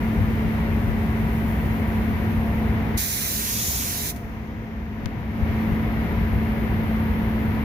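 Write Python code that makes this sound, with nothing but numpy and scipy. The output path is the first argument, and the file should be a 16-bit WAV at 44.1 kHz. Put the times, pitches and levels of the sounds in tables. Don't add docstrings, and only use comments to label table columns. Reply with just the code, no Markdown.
import sys
import numpy as np
from scipy import signal
from scipy.fft import rfft, irfft, next_fast_len
from scipy.io import wavfile
from scipy.ndimage import uniform_filter1d, minimum_filter1d

SR = 44100
rng = np.random.default_rng(int(sys.argv[2]) if len(sys.argv) > 2 else 0)


def transcribe(u):
    v = np.clip(np.atleast_2d(u).T, -1, 1)
    q = np.round(v * 32767).astype(np.int16)
    wavfile.write(sys.argv[1], SR, q)


N = 336917
TIME = np.arange(N) / SR
FFT_SIZE = next_fast_len(N + 4096, real=True)
FREQS = np.maximum(np.arange(FFT_SIZE // 2 + 1) * SR / FFT_SIZE, 1)
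CUTOFF_HZ = 15500


def from_db(db):
    return 10 ** (np.asarray(db) / 20)


def rms_one(x):
    return x / np.sqrt(np.mean(x ** 2) + 1e-20)


def over_hz(points):
    hz, value = np.transpose(points)
    return np.interp(np.log(FREQS), np.log(hz), value)


def in_time(rows):
    start_s, *columns = np.transpose(rows)
    return [np.interp(TIME, start_s, column) for column in columns]


def bell(centre_hz, width_hz):
    return 1 / (1 + (2 * (FREQS - centre_hz) / width_hz) ** 2)


def hump(peak_s, length_s):
    return np.exp(-((TIME - peak_s) / length_s) ** 2)


def opened(start_s, attack_s):
    return np.clip((TIME - start_s) / attack_s, 0, 1)


def dying(start_s, db_per_s):
    return from_db(-np.minimum(db_per_s * np.maximum(TIME - start_s, 0), 200))


def panned(balance_db):
    gains = from_db(np.array([[.5], [-.5]]) * balance_db)
    return gains / np.sqrt(np.mean(gains ** 2, axis=0))


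def noise(gain, likeness=0):
    mid, side = rfft(rng.standard_normal((2, FFT_SIZE)))
    common = np.sqrt(1 + likeness) * mid
    opposed = np.sqrt(1 - likeness) * side * [[1], [-1]]
    return rms_one(irfft((common + opposed) * gain, FFT_SIZE)[:, :N])


def drift(rate_hz):
    spectrum = rfft(rng.standard_normal(FFT_SIZE))
    return rms_one(irfft(spectrum * bell(0, 2 * rate_hz), FFT_SIZE)[:N])


def butter(x, edge_hz, kind, order=2):
    return signal.sosfilt(signal.butter(order, edge_hz, kind, fs=SR, output="sos"), x)


def peak_band(x, centre_hz, width_hz):
    return signal.lfilter(*signal.iirpeak(centre_hz, centre_hz / width_hz, fs=SR), x)


def delayed(x, lag_ms, oversampling=4):
    fine = signal.resample_poly(x, oversampling, 1)
    position = (TIME - lag_ms / 1000) * SR * oversampling
    return np.interp(position, np.arange(len(fine)), fine)


# (pitch_hz, level_db)
DRAUGHT_COLOUR = [(20, -39), (38, -12.5), (60, -2.5), (112, -4.5), (133, -12.5), (150, -12.5), (195, -9.5),
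                  (250, -13), (350, -18.5), (600, -26.5), (1000, -26.5), (1450, -28.5), (1650, -28),
                  (1850, -26.5), (2150, -27), (2300, -30), (2480, -33), (2900, -37), (5000, -51),
                  (9000, -70)]
# (pitch_hz, width_hz, lift_db)
DUCT_MODES = [(60.2, 6.7, 4), (118, 8, 1.5), (154.2, 14.3, 6), (173, 8.1, 3.5), (240, 10, 0.5),
              (261, 10.4, 3.5), (307, 14, 1.5), (417.6, 33, 5), (495, 21, 5), (562, 15.6, 5.5),
              (693, 43, 7.5), (768, 23, 3.5), (840, 12, 2), (925, 29, 5), (974, 45, 4), (2120, 82, 1)]
# (pitch_hz, likeness -1..1)
BOOTH_ALIKE = [(60, .92), (160, .92), (270, .88), (450, .74), (740, .68), (1150, .4), (2000, .2), (4000, 0)]
# (pitch_hz, left_minus_right_db)
BOOTH_PAN = [(60, 1.5), (130, 0), (270, 4), (450, 2), (1200, 0), (1900, 7.5), (3200, -3.5), (6000, 3)]
# (pitch_hz, left_lead_rad)
BOOTH_LEAD = [(300, 0), (700, 0.38), (1150, 1.52), (1500, 2.18), (2300, 1.5)]
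DRAUGHT_DB = -23.5


def draught(gust_db):
    duct_db = sum(lift_db * bell(pitch_hz, width_hz) for pitch_hz, width_hz, lift_db in DUCT_MODES)
    colour = from_db(over_hz(DRAUGHT_COLOUR) + duct_db)
    arrival = np.exp(-1j * over_hz(BOOTH_LEAD) * [[0], [1]])
    air = noise(colour * panned(over_hz(BOOTH_PAN)) * arrival, over_hz(BOOTH_ALIKE))
    return from_db(DRAUGHT_DB + gust_db * drift(1.8)) * air


# (peak_s, length_s, pitch_hz, width_hz, level_db)
BAND_SWELLS = [(2.742, 0.28, 845, 170, -42.5), (4.1, 0.35, 695, 45, -41.5), (6.703, .7, 83, 30, -32)]


def swelling_bands(likeness):
    out = np.zeros((2, N))
    for peak_s, length_s, pitch_hz, width_hz, level_db in BAND_SWELLS:
        band = noise(bell(pitch_hz, width_hz), likeness)
        out += from_db(level_db) * hump(peak_s, length_s) * band
    return out


# (start_s, change_db)
HUM_LEVEL = [(0, 0), (.3, 2), (.75, -1), (1.1, 1), (1.55, -2), (2.4, 1.5), (2.93, 1), (3.08, -8),
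             (3.35, -2), (4.1, -4), (4.8, -1), (5.2, -1.5), (5.75, 1), (6.08, -4), (6.4, 0), (7.45, 0.8)]
FAN_HZ, FAN_DB = 220.62, -27.5


def fan(waver, waver_hz, balance_db):
    change_db, = in_time(HUM_LEVEL)
    unsteady = 1 + waver * (drift(waver_hz) + 1j * drift(waver_hz))
    tone = np.real(unsteady * np.exp(2j * np.pi * FAN_HZ * TIME))
    return from_db(FAN_DB + change_db) * rms_one(tone) * panned(balance_db)


# (peak_s, level_db, length_s)
AIR_PUFFS = [(0.214, -21.5, 0.056), (0.458, -13.5, 0.024), (0.716, -19, 0.025), (0.895, -20, 0.046),
             (2.125, -22, 0.04), (2.4, -25, 0.021), (2.498, -24, 0.025), (2.722, -33, 0.059),
             (5.427, -16, 0.022), (5.516, -22.5, 0.035), (5.721, -15, 0.017), (6.373, -17.5, 0.054),
             (7.49, -23, 0.048)]


def puffs(centre_hz, width_hz, likeness, balance_db):
    swell = sum(from_db(level_db) * hump(peak_s, length_s) for peak_s, level_db, length_s in AIR_PUFFS)
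    buffeting = butter(noise(bell(centre_hz, width_hz), likeness), 56, "high", order=4)
    return swell * buffeting * panned(balance_db)


def ring(clicks, pitch_hz, t60_s):
    decay = from_db(-60 / (t60_s * SR))
    step_rad = 2 * np.pi * pitch_hz / SR
    return signal.lfilter([0, np.sin(step_rad)], [1, -2 * decay * np.cos(step_rad), decay ** 2], clicks)


# (start_s, tick_peak_db, brightness_hz)
CASE_TAPS = [(5.0589, -6, 5960), (5.0620, -13, 1700), (5.23, -20, 900)]
# (pitch_hz, level_db, t60_s)
CASE_MODES = [(108.5, -3, 0.092), (450, -29, 0.01), (1350, -21, .008), (2000, -21, .007), (4200, -28, .006),
              (5900, -24, 0.0043), (10400, -28, .004), (11640, -33, .006)]


def knock(balance_db):
    out = np.zeros(N)
    for start_s, tick_peak_db, brightness_hz in CASE_TAPS:
        click = np.zeros(N)
        click[round(start_s * SR)] = 1
        tick = butter(click, brightness_hz, "low")
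        body = sum(from_db(level_db) * ring(tick, pitch_hz, t60_s) for pitch_hz, level_db, t60_s in CASE_MODES)
        out += from_db(tick_peak_db) * (tick / tick.max() - body)
    return out * panned(balance_db)


OPEN_S, ATTACK_S, CLOSE_S, RELEASE_DB_PER_S = 2.971, .009, 4.105, 700
THIN_HZ, THIN_WIDTH_HZ, THIN_START_DB, THIN_DB_PER_S = 9030, 1800, 4.5, 1.1


def thinning(x):
    band_gain = from_db(THIN_START_DB - THIN_DB_PER_S * TIME)
    return x + (band_gain - 1) * peak_band(x, THIN_HZ, THIN_WIDTH_HZ)


def bleed(level_db, fall_db_per_s):
    return from_db(level_db) * opened(CLOSE_S, ATTACK_S) * dying(CLOSE_S, fall_db_per_s)


# (pitch_hz, level_db)
LEAK_SPECTRUM = [(2000, -18), (4000, -12), (6300, -11.5), (8400, -10), (9500, -6), (11200, -.5),
                 (13300, 3.5), (15500, 1.5)]
# (pitch_hz, left_minus_right_db)
LEAK_PAN = [(8000, -7.5), (11200, 2), (13300, 3.5), (15500, -12)]
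# (start_s, hiss_change_db, left_minus_right_db, left_echo_lag_ms, right_echo_lag_ms)
GUN_PATH = [(0, 0, 0, 0.53, 0.25), (1.1, 0, -0.5, .45, .245), (1.35, 3, 2, .46, .26),
            (1.65, 2.5, 0, 0.44, 0.28), (2.05, 1, 1, .53, 0.3), (2.5, 1, 2, .55, 0.31),
            (2.9, -2, -2, .555, .328), (4.4, -4, -1, .45, 0.25), (5.1, -3, 3, 0.37, .26),
            (5.65, 0, 5, 0.45, .265), (6.25, -.5, 4, .415, 0.3), (6.5, 1, 6.5, .45, .275),
            (7.6, 1, 4, .45, 0.29)]
HISS_DB, BLEED_HISS_DB, BLEED_HISS_FALL_DB_PER_S = -49, -45, 31
RUSH_DB, RUSH_FADE_DB_PER_S = -60.5, 0.5
BLEED_RUSH_DB, BLEED_RUSH_FALL_DB_PER_S = -54, 8


def leak(flutter_db, rush_hz, rush_width_hz, rush_balance_db, echo_share):
    change_db, balance_db, *lags_ms = in_time(GUN_PATH)
    direct = noise(from_db(over_hz(LEAK_SPECTRUM)) * panned(over_hz(LEAK_PAN)))
    combed = np.array([side + echo_share * delayed(side, lag_ms) for side, lag_ms in zip(direct, lags_ms)])
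    hiss_level = np.hypot(from_db(HISS_DB + change_db), bleed(BLEED_HISS_DB, BLEED_HISS_FALL_DB_PER_S))
    hiss = hiss_level * combed * panned(balance_db)
    idle_rush_level = from_db(RUSH_DB - RUSH_FADE_DB_PER_S * TIME)
    rush_level = np.hypot(idle_rush_level, bleed(BLEED_RUSH_DB, BLEED_RUSH_FALL_DB_PER_S))
    rush = rush_level * noise(bell(rush_hz, rush_width_hz)) * panned(rush_balance_db)
    return thinning(hiss + rush) * from_db(flutter_db * drift(12))


SPIT_S, SPIT_ATTACK_S, SPIT_DB, SPIT_DB_PER_S = 4.16, .0015, -31, 750


def spit(centre_hz, width_hz, balance_db):
    puff = from_db(SPIT_DB) * opened(SPIT_S, SPIT_ATTACK_S) * dying(SPIT_S, SPIT_DB_PER_S)
    return puff * noise(np.sqrt(bell(centre_hz, width_hz))) * panned(balance_db)


SAG_DB_PER_S, DRAIN_DB, DRAIN_DB_PER_S = 2.34, -16, 128


def valve():
    cut_off = dying(CLOSE_S, RELEASE_DB_PER_S)
    drain = from_db(DRAIN_DB) * dying(CLOSE_S, DRAIN_DB_PER_S)
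    return opened(OPEN_S, ATTACK_S) * dying(OPEN_S, SAG_DB_PER_S) * np.maximum(cut_off, drain)


PASS_S, PASS_LENGTH_S = 3.675, 0.24


def sweep(far, closest):
    nearness = 1 / (1 + ((TIME - PASS_S) / PASS_LENGTH_S) ** 2)
    return far + (closest - far) * nearness


def glints(x, share, count=4):
    lags = (rng.uniform(.001, .004, count) * SR).astype(int)
    return x + share * sum(np.roll(x, lag) for lag in lags)


def churned(x, depth_db, rate_hz, count=12):
    place = np.interp(FREQS, [1500, CUTOFF_HZ], [0, count - 1])
    spectrum = rfft(x, FFT_SIZE)
    out = np.zeros((2, N))
    for k in range(count):
        overlap = np.maximum(1 - np.abs(place - k), 0)
        band = irfft(spectrum * overlap, FFT_SIZE)[:, :N]
        out += band * from_db(depth_db * drift(rate_hz))
    return out


# (pitch_hz, level_db)
JET_SPECTRUM = [(300, -17), (1200, -8.5), (1850, -2), (2400, -3), (3000, -5), (3900, -1.0), (4800, -3),
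                (6000, 2.5), (7200, 4.5), (8100, 4.5), (9200, -0.5), (11300, 3), (13300, 2.5), (15500, 1.5)]
# (pitch_hz, left_minus_right_db)
JET_PORT_PAN = [(1000, 0), (1800, 2.5), (3200, -1.5), (4700, -2.5), (6200, 3), (7200, 9), (8000, 5.5),
                (9200, 0), (11000, -2), (13000, -3), (15500, -8)]
# (pitch_hz, likeness 0..1)
JET_ALIKE = [(1000, 0.7), (2000, 0.7), (2900, 0.9), (3900, 0.55), (4800, .3), (6200, 0.3), (11000, 0.3),
             (15000, 0.1)]
JET_DB, SIZZLE_DB = (-15, -13.5), (-36, -19)
JET_PAN_DB, ECHO_LAG_MS = (-2, -0.5), (0.35, 0.89)
PORT_LAG_MS = (0.527, 0.262)


def spray(echo_share, sizzle_hz, sizzle_width_hz, sizzle_balance_db, flutter_db):
    colour = from_db(over_hz(JET_SPECTRUM))
    left, right = noise(colour * panned(over_hz(JET_PORT_PAN)), over_hz(JET_ALIKE))
    left = delayed(left, sweep(*PORT_LAG_MS))
    dull = butter(left, 6400, "low")
    left = left + echo_share * delayed(dull, sweep(*ECHO_LAG_MS))
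    scattered = np.array([glints(side, share=.08) for side in (left, right)])
    jet = from_db(sweep(*JET_DB)) * scattered * panned(sweep(*JET_PAN_DB))
    glancing = noise(bell(sizzle_hz, sizzle_width_hz) * panned(sizzle_balance_db))
    sizzle = from_db(sweep(*SIZZLE_DB)) * glancing
    burst = (jet + sizzle) * valve() * from_db(flutter_db * drift(25))
    return churned(burst, depth_db=.65, rate_hz=16)


def scene():
    booth = draught(gust_db=0.23) + swelling_bands(likeness=1.0)
    hum = fan(waver=0.12, waver_hz=5, balance_db=-1.0)
    wind = puffs(centre_hz=65.4, width_hz=70, likeness=0.89, balance_db=4.5)
    taps = knock(balance_db=37)
    idle = leak(flutter_db=0.5, rush_hz=5900, rush_width_hz=2600, rush_balance_db=3.5, echo_share=0.23)
    seating = spit(centre_hz=8510, width_hz=10000, balance_db=6)
    burst = spray(echo_share=0.27, sizzle_hz=6600, sizzle_width_hz=2400, sizzle_balance_db=9, flutter_db=0.12)
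    return booth + hum + wind + taps + idle + seating + burst


def port(x, centre_hz, width_hz, depth):
    return x - depth * peak_band(x, centre_hz, width_hz)


def gain_control(x, threshold_db, ahead_s, hold_s, release_db_per_s):
    treble = butter(x, 8000, "high")
    power = uniform_filter1d(np.mean(treble ** 2, axis=0), size=400)
    excess_db = np.maximum(10 * np.log10(np.abs(power) + 1e-12) - threshold_db, 0)
    excess_db = np.interp(TIME + ahead_s, TIME, excess_db)
    hold = int(hold_s * SR)
    held_db = -minimum_filter1d(-excess_db, hold, origin=(hold - 1) // 2, mode="nearest")
    ramp_db = release_db_per_s * TIME
    cut_db = np.maximum.accumulate(held_db + ramp_db) - ramp_db
    return x * from_db(-cut_db)


# (centre_hz, width_hz, depth 0..1)
PORT_NOTCHES = [(8050, 3000, .99), (8200, 900, 0.45)]


def record(dry):
    heard = np.array([port(side, *notch) for side, notch in zip(dry, PORT_NOTCHES)])
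    levelled = gain_control(heard, threshold_db=-23.5, ahead_s=.003, hold_s=1.21, release_db_per_s=26.5)
    ends = np.minimum(np.minimum(TIME, TIME[-1] - TIME) / .003, 1)
    steep_cut = signal.ellip(12, .1, 90, CUTOFF_HZ, fs=SR, output="sos")
    return signal.sosfilt(steep_cut, levelled * ends)


dry = scene()
out = record(dry)
transcribe(out)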